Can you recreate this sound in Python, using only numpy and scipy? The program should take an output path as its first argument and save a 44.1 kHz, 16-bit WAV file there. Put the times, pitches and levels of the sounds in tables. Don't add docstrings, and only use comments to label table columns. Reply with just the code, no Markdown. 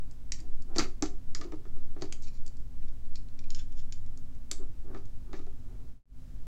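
import sys
import numpy as np
from scipy import signal
from scipy.fft import rfft, irfft, next_fast_len
from scipy.io import wavfile
from scipy.ndimage import uniform_filter1d, map_coordinates

SR = 44100
rng = np.random.default_rng(int(sys.argv[2]) if len(sys.argv) > 2 else 0)


def wav_record(signal):
    frames = np.transpose(np.atleast_2d(signal))
    bounded = np.clip(frames, -1, 1)
    quanta = np.round(bounded * 32767).astype(np.int16)
    wavfile.write(sys.argv[1], SR, quanta)


N = 285310
MEDIUM_DB = -40


def amp(db):
    return 10 ** (np.asarray(db) / 20)


def unit(x):
    return x / np.sqrt(np.mean(x ** 2) + 1e-20)


def along(points, hz):
    f, v = np.transpose(points)
    return np.interp(np.log(hz + 1), np.log(f + 1), v)


def seconds(size):
    return np.arange(size) / SR


def coloured(x, points):
    m = 2 * next_fast_len(len(x) // 2 + 4096)
    gain = amp(along(points, np.fft.rfftfreq(m, 1 / SR)))
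    cepstrum = irfft(np.log(gain))
    cepstrum[1:m // 2] *= 2
    cepstrum[m // 2 + 1:] = 0
    response = np.exp(rfft(cepstrum))
    return irfft(rfft(x, m) * response, m)[:len(x)]


def noise(points):
    gain = amp(along(points, np.fft.rfftfreq(N, 1 / SR)))
    return unit(irfft(rfft(rng.standard_normal(N)) * gain, N))


def wobble(rate):
    knots = rng.standard_normal(int(N * rate / SR) + 4)
    return map_coordinates(knots, [np.arange(N) * rate / SR])


def strength(x):
    power = uniform_filter1d(x ** 2, size=88, mode="constant")
    return x / np.sqrt(power.max())


def add(track, start_s, x):
    part = track[round(start_s * SR):][:len(x)]
    part += x[:len(part)]


def by_force(events, body_db, body_per_db):
    return [(s, db, body_db + body_per_db * (MEDIUM_DB - db)) for s, db, *_ in events]


PART_RESONANCES = {"bearing": [(2260, 420, -8), (3890, 430, -4), (4616, 420, 1), (5170, 400, -6.5),
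                   (5730, 430, -3), (6530, 440, -2), (7320, 480, -3)], "blade": [(1580, 150, -12.5),
                   (3160, 250, -7), (3530, 340, -8.5), (5320, 240, -0.5), (6900, 300, -0.5)],
                   "corner": [(2300, 300, -10.5), (4660, 520, 3.5), (6530, 700, 0.5), (7420, 390, -1.5)],
                   "gear": [(2435, 180, 0.5), (4130, 330, 0), (4560, 350, -1.5), (5550, 470, 1),
                   (7070, 290, 1)]}
# [pitch_hz, level_db]
CRACK_SPECTRUM = [(400, -31), (1000, -25), (1700, -12.5), (2400, -7), (3200, -6.5), (4600, -1), (6000, 2),
                  (7600, -5.5), (8600, -18.5), (11000, -30), (15500, -37)]


def steel(part, crack_db):
    hz = np.geomspace(300, 16000, num=300)
    ring_power = 0
    for centre, width, db in PART_RESONANCES[part]:
        detune = (hz ** 2 - centre ** 2) / (centre * width)
        ring_power = ring_power + amp(2 * db) / (1 + detune ** 2) ** 1.36
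    crack_power = amp(2 * (along(CRACK_SPECTRUM, hz) + crack_db))
    return np.column_stack([hz, 10 * np.log10(ring_power + crack_power)])


def contacts(events, spectrum, grip_t60, edge_db, level_db, wet_db):
    track, t = np.zeros(N), seconds(SR // 3)
    for start_s, event_db, body_db in events:
        force = rng.standard_normal(len(t)) * amp(-60 * t / grip_t60)
        force[0] = 6
        balance = [(2800, body_db), (3700, 0.95 * body_db), (4500, 0.0032),
                   (7500, 0.4 * edge_db), (9500, edge_db), (13000, edge_db - 3)]
        click = coloured(coloured(force, spectrum), balance)
        add(track, start_s, amp(event_db + level_db) * in_room(strength(click), wet_db))
    return track


# [start_s, click_level_db, knock_level_db, knock_bass_db]
PRIES = [(0.3205, -21.5, -60, -6), (0.7611, -31.5, -37, 6.5), (0.7838, -13.5, -28, 2),
         (0.7934, -20, -25.5, -2), (1.0239, -19.5, -27.5, 3), (1.349, -23.5, -37, -16.5),
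         (1.4125, -36, -36.5, -4), (1.5211, -46, -46, 2.5), (1.653, -56.5, -53, 0.5),
         (1.766, -70, -55.5, -1.5), (1.964, -67, -49.5, 2), (2.0211, -30, -37.5, 4),
         (4.9464, -50.5, -43, 1.5), (4.9654, -61, -56, 3), (5.3308, -43, -41.5, -0.5),
         (5.3394, -49, -42, -4), (5.392, -51, -51.5, 0), (5.466, -55, -57, 3.5)]


def pry_clicks():
    events = by_force(PRIES, body_db=4.5, body_per_db=0.39)
    return contacts(events, steel("bearing", crack_db=-1), grip_t60=0.025, edge_db=-3.5,
                    level_db=-7.5, wet_db=-9.5)


FUMBLE_S, FUMBLES_PER_S = (2.6, 5.9), 1.6
FUMBLE_DB, FUMBLE_SPREAD_DB = -59, 1


def fumbles():
    start, end = FUMBLE_S
    draws = rng.random((round(FUMBLES_PER_S * (end - start)), 2))
    return [(start + when * (end - start), FUMBLE_DB + FUMBLE_SPREAD_DB * (2 * size - 1), 0)
            for when, size in draws]


# [start_s, level_db, body_db]
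TICKS = [(0.1117, -48, 0), (0.403, -42.5, -6), (0.622, -47, -4), (0.767, -33, -8), (2.1252, -29, 8.5),
         (2.224, -46.5, -6), (2.4641, -41, 0), (2.4785, -41, -3), (2.5696, -52, -5.5), (4.063, -54, 6),
         (4.1746, -45, -2), (4.5141, -20, -1), (5.0555, -52, 5)]


def corner_ticks():
    return contacts(TICKS + fumbles(), steel("corner", crack_db=-4), grip_t60=0.02, edge_db=11,
                    level_db=-7.5, wet_db=-9.5)


# [start_s, level_db]
TAPS = [(3.5044, -33), (3.5481, -32.5), (3.5972, -44.5), (3.7233, -53), (3.9242, -34.5)]


def blade_taps():
    events = by_force(TAPS, body_db=0, body_per_db=0.57)
    return contacts(events, steel("blade", crack_db=-9.5), grip_t60=0.021, edge_db=-6.5,
                    level_db=-6.5, wet_db=-9.0)


# [start_s, level_db]
ROCKS = [(2.2834, -44), (2.8266, -51.5), (2.8835, -49), (3.052, -55.5), (3.1564, -33.5), (3.2864, -50.5),
         (3.3911, -40), (3.44, -48)]


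def gear_rocks():
    events = by_force(ROCKS, body_db=3.5, body_per_db=0.65)
    return contacts(events, steel("gear", crack_db=-11), grip_t60=0.022, edge_db=-2.5,
                    level_db=-10.0, wet_db=-8.5)


KNOCK_LAG_S, GLANCE_LOSS_DB = .0017, 27
THUD_PER_DB, HOLLOW_PER_DB = .2, .33
# [pitch_hz, level_db, t60_s]
TABLE_MODES = [(309.5, 3, 0.22), (391.7, 6, 0.25), (446.2, -20.5, 0.49), (720, -9.5, 0.48), (938, -6, 0.14),
               (1071, -25, 0.25), (1325, -18, 0.067), (1750, -8.5, 0.15), (1720, 0.5, 0.059),
               (1850, -26.5, 0.072), (2235, -12, 0.14), (2380, -17.5, 0.06)]
# [pitch_hz, level_db]
BOARD_SPECTRUM = [(90, -13), (130, -3.5), (200, -8.5), (310, 4.5), (400, -1), (490, -11.5), (750, -9),
                  (1000, -19), (1250, -4.5), (1550, -19), (2100, -18.5), (2900, -33.5), (4000, -28.5),
                  (7000, -83.5)]


def table_knocks(ring_db, dull_t60, thud_db, hollow_db, level_db, wet_db):
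    track, t = np.zeros(N), seconds(SR // 2)
    blows = [(s, db, bass) for s, _, db, bass in PRIES]
    blows += [(s, db - GLANCE_LOSS_DB, 0) for s, db, _ in TICKS]
    for start_s, knock_db, bass_db in blows:
        ring = 0
        for hz, mode_db, t60 in TABLE_MODES:
            decay = amp(mode_db + rng.normal(0, 2) - 60 * t / min(t60, .3))
            ring = ring + decay * np.sin(2 * np.pi * (hz * t + rng.random()))
        ring *= 1 - np.exp(-t / .0013)
        force = rng.standard_normal(len(t)) * amp(-60 * t / dull_t60)
        force[0] = 14
        clack = in_room(strength(coloured(force, BOARD_SPECTRUM)), wet_db)
        softness_db = MEDIUM_DB - knock_db
        thud = thud_db + THUD_PER_DB * softness_db + bass_db
        hollow = hollow_db + HOLLOW_PER_DB * softness_db + bass_db
        balance = [(420, thud), (580, hollow), (900, hollow), (1150, 0)]
        blow = coloured(clack + amp(ring_db) * strength(ring), balance)
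        add(track, start_s + KNOCK_LAG_S, amp(knock_db + level_db) * blow)
    return track


def stroke(spectrum, middle_s, half_s, level_db, tilt_db, slips_per_s, scatter_db, wet_db):
    track, t = np.zeros(N), seconds(SR // 2) - .22
    slips = (rng.random(len(t)) < slips_per_s / SR) * amp(scatter_db * rng.standard_normal(len(t)))
    slips = slips * rng.choice([-1, 1], len(t))
    tilt = [(250, 0), (8000, tilt_db * np.log2(8000 / 250))]
    rub = unit(coloured(coloured(slips, spectrum), tilt))
    pressure = np.exp(-(t / half_s) ** 2 / 2)
    add(track, middle_s + t[0], amp(level_db) * in_room(rub * pressure, wet_db))
    return track


SKID_LAG_S, SKID_HALF_S, SKID_DB, SKID_PER_DB, SKID_TILT_DB = .011, .008, -46, 0.67, -3
DRAG_LAG_S, DRAG_HALF_S, DRAG_UNDER_DB, DRAG_TILT_DB = .028, .01, 18, -5


def skids_after_pries():
    return [(s + SKID_LAG_S, SKID_HALF_S, SKID_DB + SKID_PER_DB * (db - MEDIUM_DB) + bass, SKID_TILT_DB)
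            for s, _, db, bass in PRIES]


def drags_after_pries():
    return [(s + DRAG_LAG_S, DRAG_HALF_S, db - DRAG_UNDER_DB, DRAG_TILT_DB) for s, _, db, _ in PRIES]


SCRAPES = {"bearing": [(0.393, 0.0066, -54.5, -7.5), (.757, .004, -49, -6), (.805, 0.012, -29.5, -9.5),
           (0.839, .007, -38, -9.5), (2.014, 0.0055, -57, -3), (2.24, 0.014, -57, 3.5)],
           "gear": [(2.275, 0.0089, -55.5, -3.5), (2.354, 0.018, -64, 3)],
           "blade": [(3.584, 0.022, -53, -2.7), (3.79, 0.019, -58.5, -2)]}
# [pitch_hz, level_db]
GRIT_SPECTRUM = [(700, -9), (1300, 3), (7700, -0.5), (10000, -9), (15000, -20)]


def steel_scrapes():
    drags = [(steel("bearing", crack_db=-1), SCRAPES["bearing"] + drags_after_pries()),
             (steel("gear", crack_db=-11), SCRAPES["gear"]),
             (steel("blade", crack_db=-9.5), SCRAPES["blade"])]
    track = np.zeros(N)
    for part, rows in drags:
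        for row in rows:
            track += stroke(part, *row, slips_per_s=540, scatter_db=2.5, wet_db=-7.5)
    return coloured(track, GRIT_SPECTRUM)


# [middle_s, half_length_s, level_db, tilt_db_per_octave]
SHOVES = [(0.451, 0.043, -57, -3), (.73, 0.032, -49, 0.5), (0.805, 0.029, -38, 1.5),
          (1.445, 0.038, -44, -4), (1.538, 0.0072, -39.5, -7), (2.009, 0.033, -51, -0.5),
          (4.617, 0.023, -48.5, -2.5), (4.923, 0.047, -46.5, -1), (5.347, 0.056, -55.5, 0),
          (5.75, 0.087, -60.5, -0.5)]
# [pitch_hz, level_db]
TOWEL_SPECTRUM = [(120, -17.5), (200, -10), (260, -8), (320, 5.5), (400, 3), (500, -11.5), (700, -10),
                  (950, -16.5), (1250, -14), (1800, -25.5), (4000, -45.5)]


def towel_shoves():
    return sum(stroke(TOWEL_SPECTRUM, *row, slips_per_s=450, scatter_db=0.5, wet_db=-7)
               for row in SHOVES + skids_after_pries())


# [pitch_hz, t60_s]
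ROOM_DECAY = [(150, 0.31), (400, .28), (1500, 0.22), (6000, 0.22), (9000, 0.27), (15000, 0.1)]


def in_room(x, wet_db):
    hz, t, z = signal.stft(rng.standard_normal(SR // 2), SR, nperseg=256)
    decay = amp(-60 * t / along(ROOM_DECAY, hz)[:, None])
    tail = signal.istft(z * decay, SR, nperseg=256)[1]
    tail *= 1 - np.exp(-seconds(len(tail)) / 0.0013)
    tail /= np.linalg.norm(tail)
    for delay_s in rng.uniform(0.0017, .022, size=8):
        add(tail, delay_s, [0.23 * rng.choice([-1, 1])])
    return x + amp(wet_db) * signal.fftconvolve(x, tail)[:len(x)]


# [pitch_hz, level_db]
AIR_SPECTRUM = [(20, -12), (36, 3), (55, -2.5), (80, -12), (110, -10), (180, -23), (250, -18.5), (300, -29),
                (500, -34.5), (1000, -41.5), (2500, -47.5), (7000, -50), (10000, -54.5), (15500, -56)]
# [pitch_hz, level_db]
DRAUGHT_SPECTRUM = [(1, -17.5), (5, 3), (10, 5), (16, -25.5), (28, -29), (60, -61), (150, -120)]
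# [time_s, level_db]
DRAUGHT_LEVEL = [(0, -24.5), (5, -26.5), (6.4, -32.5)]
# [pitch_hz, level_db]
HUM_PARTIALS = [(36, -49), (52, -56.5), (100, -56), (150, -63.5), (243, -71), (258, -64), (323, -77)]


def background(air_db, hum_db, waver):
    t = seconds(N)
    hum = 0
    for hz, db in HUM_PARTIALS:
        level = amp(db + 2.2 * wobble(4.4))
        hum = hum + level * np.sin(2 * np.pi * hz * t + waver * wobble(6))
    draught = amp(np.interp(t, *np.transpose(DRAUGHT_LEVEL))) * noise(DRAUGHT_SPECTRUM)
    return amp(air_db) * noise(AIR_SPECTRUM) + draught + amp(hum_db) * hum


def scene():
    steel_hits = pry_clicks() + corner_ticks() + blade_taps() + gear_rocks()
    table = table_knocks(ring_db=-7.0, dull_t60=0.055, thud_db=-0.5, hollow_db=-1.5,
                         level_db=1.0, wet_db=-6.5)
    sliding = amp(-3.5) * steel_scrapes() + amp(-3.5) * towel_shoves()
    room = background(air_db=-47.0, hum_db=0.5, waver=.4)
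    return (steel_hits + table + sliding + room)[None]


FADE_S, FADE_HALF_S, FADE_POWER = 6.043, 0.15, 1.57
SILENT_HALF_S = 0.013
TOP_HZ = 15830


def record(dry):
    away_s = np.abs(seconds(N) - FADE_S)
    fade = np.minimum(away_s / FADE_HALF_S, 1) ** FADE_POWER
    faded = dry * fade * (away_s > SILENT_HALF_S)
    m = next_fast_len(N + SR)
    passed = np.fft.rfftfreq(m, 1 / SR) < TOP_HZ
    return irfft(rfft(faded, m) * passed, m)[:, :N]


dry = scene()
out = record(dry)
wav_record(out)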